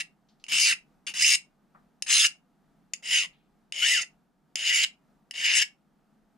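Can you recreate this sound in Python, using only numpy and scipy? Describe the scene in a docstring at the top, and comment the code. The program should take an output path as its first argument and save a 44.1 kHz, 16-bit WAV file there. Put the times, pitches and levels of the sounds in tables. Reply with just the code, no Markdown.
"""Filing a steel blade

A hand file is pushed seven times across a hard blade held over a workbench. It lands with a tick,
gathers speed and lifts off; its teeth chatter and snag, driving the steel's modes in forced vibration.
After three pushes the blade is turned and sounds darker. A small, dry workshop hums quietly behind."""
import sys
import numpy as np
from scipy import signal
from scipy.fft import rfft, irfft, next_fast_len
from scipy.io import wavfile
from scipy.ndimage import uniform_filter1d

SR = 44100
rng = np.random.default_rng(int(sys.argv[2]) if len(sys.argv) > 2 else 0)


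def store_wav(level_fs):
    """Save 16-bit WAV to argv[1]."""
    pcm = np.round(np.clip(np.atleast_2d(level_fs), -1, 1) * 32767)
    wavfile.write(sys.argv[1], SR, pcm.T.astype(np.int16))


N = 281247
TURN_S = 2.6  # the blade is turned over
TAPS = 8192
GRID = np.fft.rfftfreq(TAPS, 1 / SR)  # f/Hz on which responses are drawn


def gain_of(db):
    """Amplitude ratio of a level in decibels."""
    return 10 ** (np.asarray(db) / 20)


def unit_rms(x):
    """Normalisation to unit mean power."""
    return x / np.sqrt(np.mean(x ** 2) + 1e-20)


def curve_at(points, hz):
    """Interpolation of (f/Hz, value) points on a logarithmic frequency axis."""
    f, value = np.transpose(points)
    return np.interp(np.log(hz + 1), np.log(f + 1), value)


def ramp(t, start, end):
    """Linear rise from 0 at start to 1 at end."""
    return np.clip((t - start) / max(end - start, 1e-4), 0, 1)


def add(mix, s, sound):
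    """Superposition: the sound joins the mix at s seconds."""
    part = mix[max(round(s * SR), 0):][:len(sound)]
    part += sound[:len(part)]


def wander(length, hz):
    """Random modulation: noise of about unit rms, low-passed at hz."""
    f = np.fft.rfftfreq(N, 1 / SR)
    spectrum = rfft(rng.standard_normal(N)) / (1 + (f / hz) ** 4)
    return unit_rms(irfft(spectrum, N))[:length]


def minimum_phase(gain):
    """Minimum-phase impulse response of a gain curve on GRID, its peak gain scaled to 1."""
    log_gain = np.log(np.maximum(gain / gain.max(), 1e-5))
    mirrored = np.concatenate([log_gain, log_gain[-2:0:-1]])
    spectrum = np.exp(np.conj(signal.hilbert(mirrored)))
    return irfft(spectrum[:len(GRID)])[:TAPS // 2]


def through(x, response):
    """Convolution, cut to the length of the input."""
    return signal.fftconvolve(x, response)[:len(x)]


def split(x):
    """Complementary crossover: the ring below 4 kHz and the bite above."""
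    x = np.pad(x, (40, 0))
    ring = signal.sosfiltfilt(signal.butter(4, 4000, fs=SR, output="sos"), x, padtype=None)
    return ring, x - ring


def background(level_db=-68, side_db=-8, swell_db=1):
    """Ambient noise: a low murmur with faint hiss, largely coherent between left and right."""
    # f/Hz, relative spectral density/dB
    noise_floor = [(12, -38.5), (20, -8), (40, -11.5), (112, -26), (144, -6), (207, -2.5), (324, -13),
                   (372, -15.5), (581, -21), (686, -15.5), (932, -19), (1040, -24.5), (1230, -21),
                   (2330, -33), (15500, -46)]
    colour = gain_of(curve_at(noise_floor, np.fft.rfftfreq(N, 1 / SR)))
    mid, side = unit_rms(irfft(rfft(rng.standard_normal((2, N))) * colour, N))
    side = side * gain_of(side_db)
    return np.array([mid + side, mid - side]) * gain_of(level_db + swell_db * wander(N, 4))


def tooth_rate(t, fastest, lift, top_hz, lift_hz, start_hz=1095):
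    """Tooth-passing frequency follows the arm's speed: a late rise to top_hz, then a glide to lift_hz."""
    rising = np.sin(np.pi / 2 * ramp(t, t[0], fastest)) ** 3
    braking = ramp(t, fastest, lift) ** 1.5
    return (start_hz + (top_hz - start_hz) * rising) * (lift_hz / top_hz) ** braking


def snags(t):
    """Unsteady friction: each grab of the teeth shifts ring, bite and chatter by a Gaussian pulse in dB."""
    # t/s, duration/s, ring/dB, bite/dB, chatter/dB
    grabs = [(0.622, 0.037, -1.5, 3.5, 5), (0.666, 0.024, 2.5, 1, -1), (0.728, 0.015, 1, -2.5, 8.5),
             (1.223, 0.017, -1, 3.5, 0.5), (1.246, 0.013, 3, -1.5, 14), (2.136, 0.025, -0.5, 1, 1),
             (2.2, .030, -1, 1, 8.5), (2.252, 0.013, 8, -0.5, -0.5), (3.837, 0.044, 2.5, -3.5, 13.5),
             (3.979, 0.0084, 3.5, 4, 6.5), (4.022, 0.0146, -8, 14.5, 0), (4.719, .030, -0.5, -8, -1),
             (4.767, 0.026, -1, 3, 0.5), (4.838, 0.014, 4, 6.5, 1), (5.457, 0.026, 0.5, 4, 1),
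             (5.573, 0.045, 0.5, 9.5, 2), (5.622, 0.01, -1, 5.5, 9)]
    return sum(np.outer(change_db, np.exp(-(2 * (t - s) / length) ** 2)) for s, length, *change_db in grabs)


def teeth(t, hz, chatter_db, jitter=.055, db_per_octave=-6.5, chips_per_s=9000):
    """Contact force: uneven tooth rows give a jittered harmonic series, breaking chips give shot noise."""
    cycles = np.cumsum(hz * (1 + jitter * wander(len(t), 480))) / SR
    rows = sum(gain_of(db_per_octave * np.log2(k)) * np.cos(2 * np.pi * k * cycles) * (k * hz < SR / 2)
               for k in range(1, 7))
    chip_sizes = gain_of(np.minimum(rng.exponential(1, len(t)), 3))
    chips = chip_sizes * rng.standard_normal(len(t)) * (rng.random(len(t)) < chips_per_s / SR)
    force = unit_rms(rows) * gain_of(chatter_db) / 2 + unit_rms(chips)
    judder = gain_of(-0.24 * wander(len(t), 110))
    return force * judder


def mode_ripple(ripple_db, spacing_hz):
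    """Modal overlap: many weak modes make a random ripple in dB over GRID."""
    knots = np.arange(0, SR, spacing_hz)
    return ripple_db * np.interp(GRID, knots, rng.standard_normal(2048)[:len(knots)])


def low_ring(db, centre_hz=1550, octaves=.55):
    """Damping by the fingers varies from push to push: a broad rise or dip in dB over GRID."""
    return db * np.exp(-(np.log2((GRID + 1) / centre_hz) / octaves) ** 2)


def steel(s, main_hz=2850, ripple_db=0, grip_t60=.105):
    """Modal response to one tooth: the contact point moves the main resonance, and the others less."""
    # resonances of blade and file, before and after the turn: f/Hz, width/Hz, level/dB
    modes_first = [(2163, 17, -8), (2340, 64, -11.5), (2811, 155, 0.5), (3645, 47, -10.5), (4500, 7.6, -12),
                   (5124, 170, -5), (6630, 47, -4.5), (7100, 78, -13), (8010, 43, -13), (9660, 72, -14),
                   (9600, 150, -19), (10100, 21, -17)]
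    modes_turned = [(1820, 11.7, -13), (2200, 24, -8), (2848, 158, -4.5), (3555, 25, -10),
                    (3797, 49.8, -14.5), (4247, 26, -19), (4820, 82, -13.5), (5120, 130, -9.5),
                    (6685, 145, -11)]
    # the dense, damped ring between them: f/Hz, level/dB
    body_first = [(180, -68), (300, -42.5), (892, -32), (1370, -16.5), (2250, -5.5), (2740, -5),
                  (3340, -14.5), (5130, -9), (5760, -14.5), (6460, -7), (7370, -16), (9450, -13),
                  (10800, -24), (14300, -36), (15500, -49)]
    body_turned = [(180, -78.5), (300, -46), (610, -39), (1220, -34), (2040, -6), (2400, -13.5),
                   (2880, -18), (3400, -19.5), (4490, -17), (5130, -12), (5660, -16.5), (6790, -12.5),
                   (7500, -16.5), (10100, -19.5), (15500, -49.5)]
    modes, body, body_db = (modes_first, body_first, -4) if s < TURN_S else (modes_turned, body_turned, -5)
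    shift = main_hz / 2830
    peak_power = sum(gain_of(db) ** 2 / (1 + ((GRID / shift ** .11 - hz) / width) ** 2) ** 2
                     for hz, width, db in modes)
    peak_power += gain_of(-5) ** 2 / (1 + ((GRID - main_hz) / 165) ** 2) ** 2
    dense = np.interp(GRID / shift ** .49, GRID, gain_of(curve_at(body, GRID) + body_db + ripple_db))
    radiation = GRID ** 2 / (GRID ** 2 + 520 ** 2)  # thin steel radiates little bass
    grip = gain_of(-60 * np.arange(TAPS // 2) / SR / grip_t60)  # the fingers damp the ring
    return minimum_phase(np.sqrt(peak_power + dense ** 2) * radiation) * grip


def sliding(force, t, main_hz, low_db, hop=1400):
    """Moving excitation: the contact crosses nodes and antinodes, so the steel's response keeps changing."""
    steady_db = mode_ripple(ripple_db=3, spacing_hz=170) + low_ring(low_db)
    samples = np.arange(len(force))
    sound = 0
    for centre in range(0, len(force) + hop, hop):
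        crossfade = np.maximum(1 - abs(samples - centre) / hop, 0)
        nodes_db = mode_ripple(ripple_db=4.5, spacing_hz=450)
        response = steel(t[0], np.interp(centre, samples, main_hz), steady_db + nodes_db)
        sound = sound + signal.fftconvolve(force * crossfade, response)
    return sound


def flex(s):
    """Flexural vibration: the low impulse response of the hand-held blade, at unit energy."""
    # bending spectrum before and after the turn: f/Hz, level/dB
    bending_first = [(30, -23), (90, -12), (150, -1), (240, 2.5), (400, -7.5), (650, -3), (1100, -0.5),
                     (1800, -12.5), (4000, -40)]
    bending_turned = [(30, -23.5), (90, -9), (150, -9.5), (240, -3.5), (400, -10.5), (620, 4.5), (1000, -6),
                      (1800, 4), (4000, -36)]
    response = minimum_phase(gain_of(curve_at(bending_first if s < TURN_S else bending_turned, GRID)))
    return response / np.linalg.norm(response)


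def thrum(t, pressure_db, hz):
    """Random forcing bends the blade, most when the file presses hard and moves slowly."""
    force_db = -50.5 + .32 * pressure_db - 6 * np.log2(hz / 1500)
    return signal.fftconvolve(rng.standard_normal(len(t)) * gain_of(force_db), flex(t[0]))


def stroke(catch, dig, dig_s, fastest, lift, catch_db, full_db, lift_db, treble_db,
           top_hz, lift_hz, chatter_db, first_ring_hz, last_ring_hz, low_db):
    """Forced vibration during one push: pressure sets the level of the ring, speed its treble."""
    t = np.arange(catch, lift, 1 / SR)
    hz = tooth_rate(t, fastest, lift, top_hz, lift_hz)
    wobble_hz = 70 * wander(len(t), 25)  # the contact point wobbles
    main_hz = np.linspace(first_ring_hz, last_ring_hz, len(t)) + wobble_hz
    skating = 1 - ramp(t, dig, dig + dig_s)  # light, bright contact until the teeth dig in
    settling = 1 - np.exp(-(t - catch) / .03)
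    skating_db = catch_db + (max(full_db - 7.5, catch_db) - catch_db) * settling
    easing_db = (lift_db - full_db) * ramp(t, fastest, lift) ** 2.2
    pressure_db = skating * skating_db + (1 - skating) * full_db + easing_db
    bite_db = treble_db + 6.5 * np.log2(np.minimum(hz / 2140, 1)) + 3 * skating
    locking_db = 11.5 * (ramp(t, catch, lift) - .5)  # the teeth fall into step over a push
    snag_ring, snag_bite, snag_chatter = snags(t)
    force = teeth(t, hz, chatter_db + locking_db + snag_chatter)
    ring, bite = split(sliding(force, t, main_hz, low_db))
    sound = 0
    for band, db in (ring, pressure_db + snag_ring), (bite, pressure_db + bite_db + snag_bite):
        power = uniform_filter1d(band[:len(t)] ** 2, size=1000)
        gain = gain_of(db) / np.sqrt(abs(power) + 1e-12)
        sound = sound + band * np.pad(gain, (0, len(band) - len(t)), "edge")  # free decay after lift-off
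    add(sound, 0, thrum(t, pressure_db, hz))
    return catch, sound


def singing(x):
    """Resonance: blade and file ring on in a few lightly damped modes."""
    # f/Hz, gain at resonance/dB, t60/s
    modes = [(2250, -22, .2), (2470, -23, .38), (2751, -22, .09), (2960, -25, .08), (4341, -23, .1),
             (5017, -24, .1), (6464, -20, .1), (6939, -22, .1)]
    t = np.arange(SR // 2) / SR
    response = sum(gain_of(db - 60 * t / t60) * np.cos(2 * np.pi * hz * t) * 2 * np.log(1000) / (t60 * SR)
                   for hz, db, t60 in modes)
    return through(x, response)


def direct_sound(x):
    """Near field: the steel reaches left and right with different level and phase."""
    # left minus right: f/Hz, level/dB
    balance = [(60, -0.5), (120, -2), (240, 0.5), (480, -1.5), (950, 4.5), (1890, 2.5), (3770, 3.0),
               (7520, -3), (15000, 0.5)]
    # lead of the left channel: f/Hz, phase/rad
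    lead = [(500, 0.27), (1500, -1.72), (2300, -.5), (3300, -0.57), (4800, .5), (6500, 0.31), (8400, 1.75),
            (9800, 1.3), (11200, 2.5), (14000, 0.25)]
    size = next_fast_len(N + TAPS)
    hz = np.fft.rfftfreq(size, 1 / SR)
    left = gain_of(curve_at(balance, hz) / 2) * np.exp(.5j * curve_at(lead, hz))
    return irfft(rfft(x, size) * np.array([left, 1 / left]), size)[:, :N]


def scatter(x, t60=.017, drift_hz=5, paths=3):
    """Early scattering off moving hands, vice and bench: drifting paths, in antiphase left and right."""
    # f/Hz, level/dB
    strength = [(500, -8), (1500, -11.5), (2800, -16), (5000, -8), (8000, -5), (13000, -5.5)]
    t = np.arange(TAPS // 4) / SR
    weights = np.array([wander(N, drift_hz) for _ in range(paths)])
    side = 0
    for weight in weights / np.linalg.norm(weights, axis=0):
        echoes = rng.standard_normal(len(t)) * gain_of(-60 * t / t60)
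        spectrum = rfft(echoes / np.linalg.norm(echoes), TAPS) * gain_of(curve_at(strength, GRID))
        side = side + through(x * weight, irfft(spectrum)[:len(t)])
    return np.array([side, -side])


def workshop(x, first_echo_s=.004):
    """Reverberation: dense echoes from bench and walls, each band decaying at its own rate."""
    # f/Hz, t60/s
    decay_times = [(300, .2), (1200, .16), (1900, .16), (2400, .19), (3200, .15), (9000, .15), (15000, .11)]
    echoes = rng.standard_normal((2, SR // 2)) * (rng.random((2, SR // 2)) < .1)
    echoes *= np.arange(SR // 2) / SR > first_echo_s
    hz, t, bands = signal.stft(echoes, SR, nperseg=256)
    decay = gain_of(-60 * t / curve_at(decay_times, hz)[:, None])
    tail = signal.istft(bands * decay, SR, nperseg=256)[1]
    return signal.fftconvolve(x[None], tail / np.linalg.norm(tail[0]), axes=1)[:, :N]


def graze(s, db, hz, t60):
    """Brief, light contact of file and blade: a broad band of noise in exponential decay."""
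    t = np.arange(SR // 4) / SR
    colour = minimum_phase((GRID / hz) ** 2 / (1 + (GRID / hz) ** 8))
    noise = unit_rms(through(rng.standard_normal(len(t)), colour))
    return s, gain_of(db - 60 * t / t60) * noise


def landing(s, db, bite_db, skid_t60=.012, knock_db=-24):
    """Impact excitation: the file lands with one hard blow, a short skid and a soft flexural knock."""
    t = np.arange(TAPS // 2) / SR
    force = .28 * rng.standard_normal(len(t)) * gain_of(-60 * t / skid_t60)
    force[0] = 1  # the blow
    ring, bite = split(through(force, steel(s)))
    tick = ring + gain_of(bite_db + 1) * bite
    tick = tick / np.linalg.norm(tick)
    add(tick, 0, gain_of(knock_db) * flex(s))
    return s, gain_of(db) * tick


def scene(room_db=-11):
    """Superposition of strokes, grazes and landings with their reflections and the ambient noise."""
    # seven pushes and two brief scrapes: catch t/s, dig t/s, dig duration/s, fastest t/s, lift t/s,
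    # catch level/dB, full level/dB, lift level/dB, treble/dB, top tooth f/Hz, lift tooth f/Hz,
    # chatter/dB, main resonance at catch f/Hz and at lift f/Hz, low ring/dB
    strokes = [ (0.0, 0.001, 0.002, 0.0043, 0.022, -23.5, -30.5, -43.5, -5, 1943, 1914, -5.5, 2754, 2770, -0.5),
               (0.482, 0.515, 0.007, 0.67, 0.737, -43, -25.5, -27.5, 0.5, 2501, 1005, -10.5, 3050, 2595, -1.5),
               (1.067, 1.071, 0.0041, 1.062, 1.125, -35, -33, -52, -0.5, 1143, 1098, -12, 2780, 2830, 2),
               (1.137, 1.179, 0.06, 1.330, 1.356, -43, -24.5, -26.5, 2, 4220, 4300, -9, 2824, 2970, -2.5),
               (2.063, 2.077, 0.036, 2.16, 2.270, -44, -25, -27, 2.5, 3719, 2700, -7.5, 2660, 2750, 5),
               (3.024, 3.1, 0.028, 3.16, 3.260, -56.5, -24, -41, -1.5, 1571, 1008, -3, 2920, 2860, 0),
               (3.731, 3.816, 0.010, 3.920, 4.036, -47, -24, -36, -3, 2003, 847.5, -4.5, 3090, 2716, 0.5),
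               (4.564, 4.634, 0.043, 4.750, 4.847, -39, -25, -28, -3.5, 2108, 1607, -21.5, 2918, 2833, -1.5),
               (5.336, 5.433, 0.013, 5.78, 5.633, -47, -24.5, -26, -4, 2050, 2100, -13, 2890, 2840, 2), ]
    # t/s, level/dB, centre f/Hz, t60/s
    grazes = [(.287, -68, 5000, .2), (.398, -70, 5000, .2), (.525, -57, 280, .25),
              (1.747, -53.5, 1400, .17), (1.747, -61, 230, .3), (3.33, -69, 3300, .45)]
    # t/s, energy level/dB, treble/dB
    landings = [(0.4397, -17, -0.5), (0.465, -25, -6.5), (1.066, -17.5, -2.5), (2.0225, -3, 4),
                (2.935, -3, 3.5), (3.7224, -6.5, -1), (4.556, -1, 2.5), (5.3096, -10.5, -2.5)]
    filing = np.zeros(N)
    for source, events in (stroke, strokes), (landing, landings), (graze, grazes):
        for event in events:
            add(filing, *source(*event))
    filing = filing + singing(filing)
    return direct_sound(filing) + scatter(filing) + gain_of(room_db) * workshop(filing) + background()


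def record(dry):
    """Band limiting: a linear-phase low-pass at 15.4 kHz."""
    low_pass = signal.firwin(511, 15400, window=("kaiser", 9), fs=SR)
    return signal.oaconvolve(dry, low_pass[None], "same")


dry = scene()
out = record(dry)
store_wav(out)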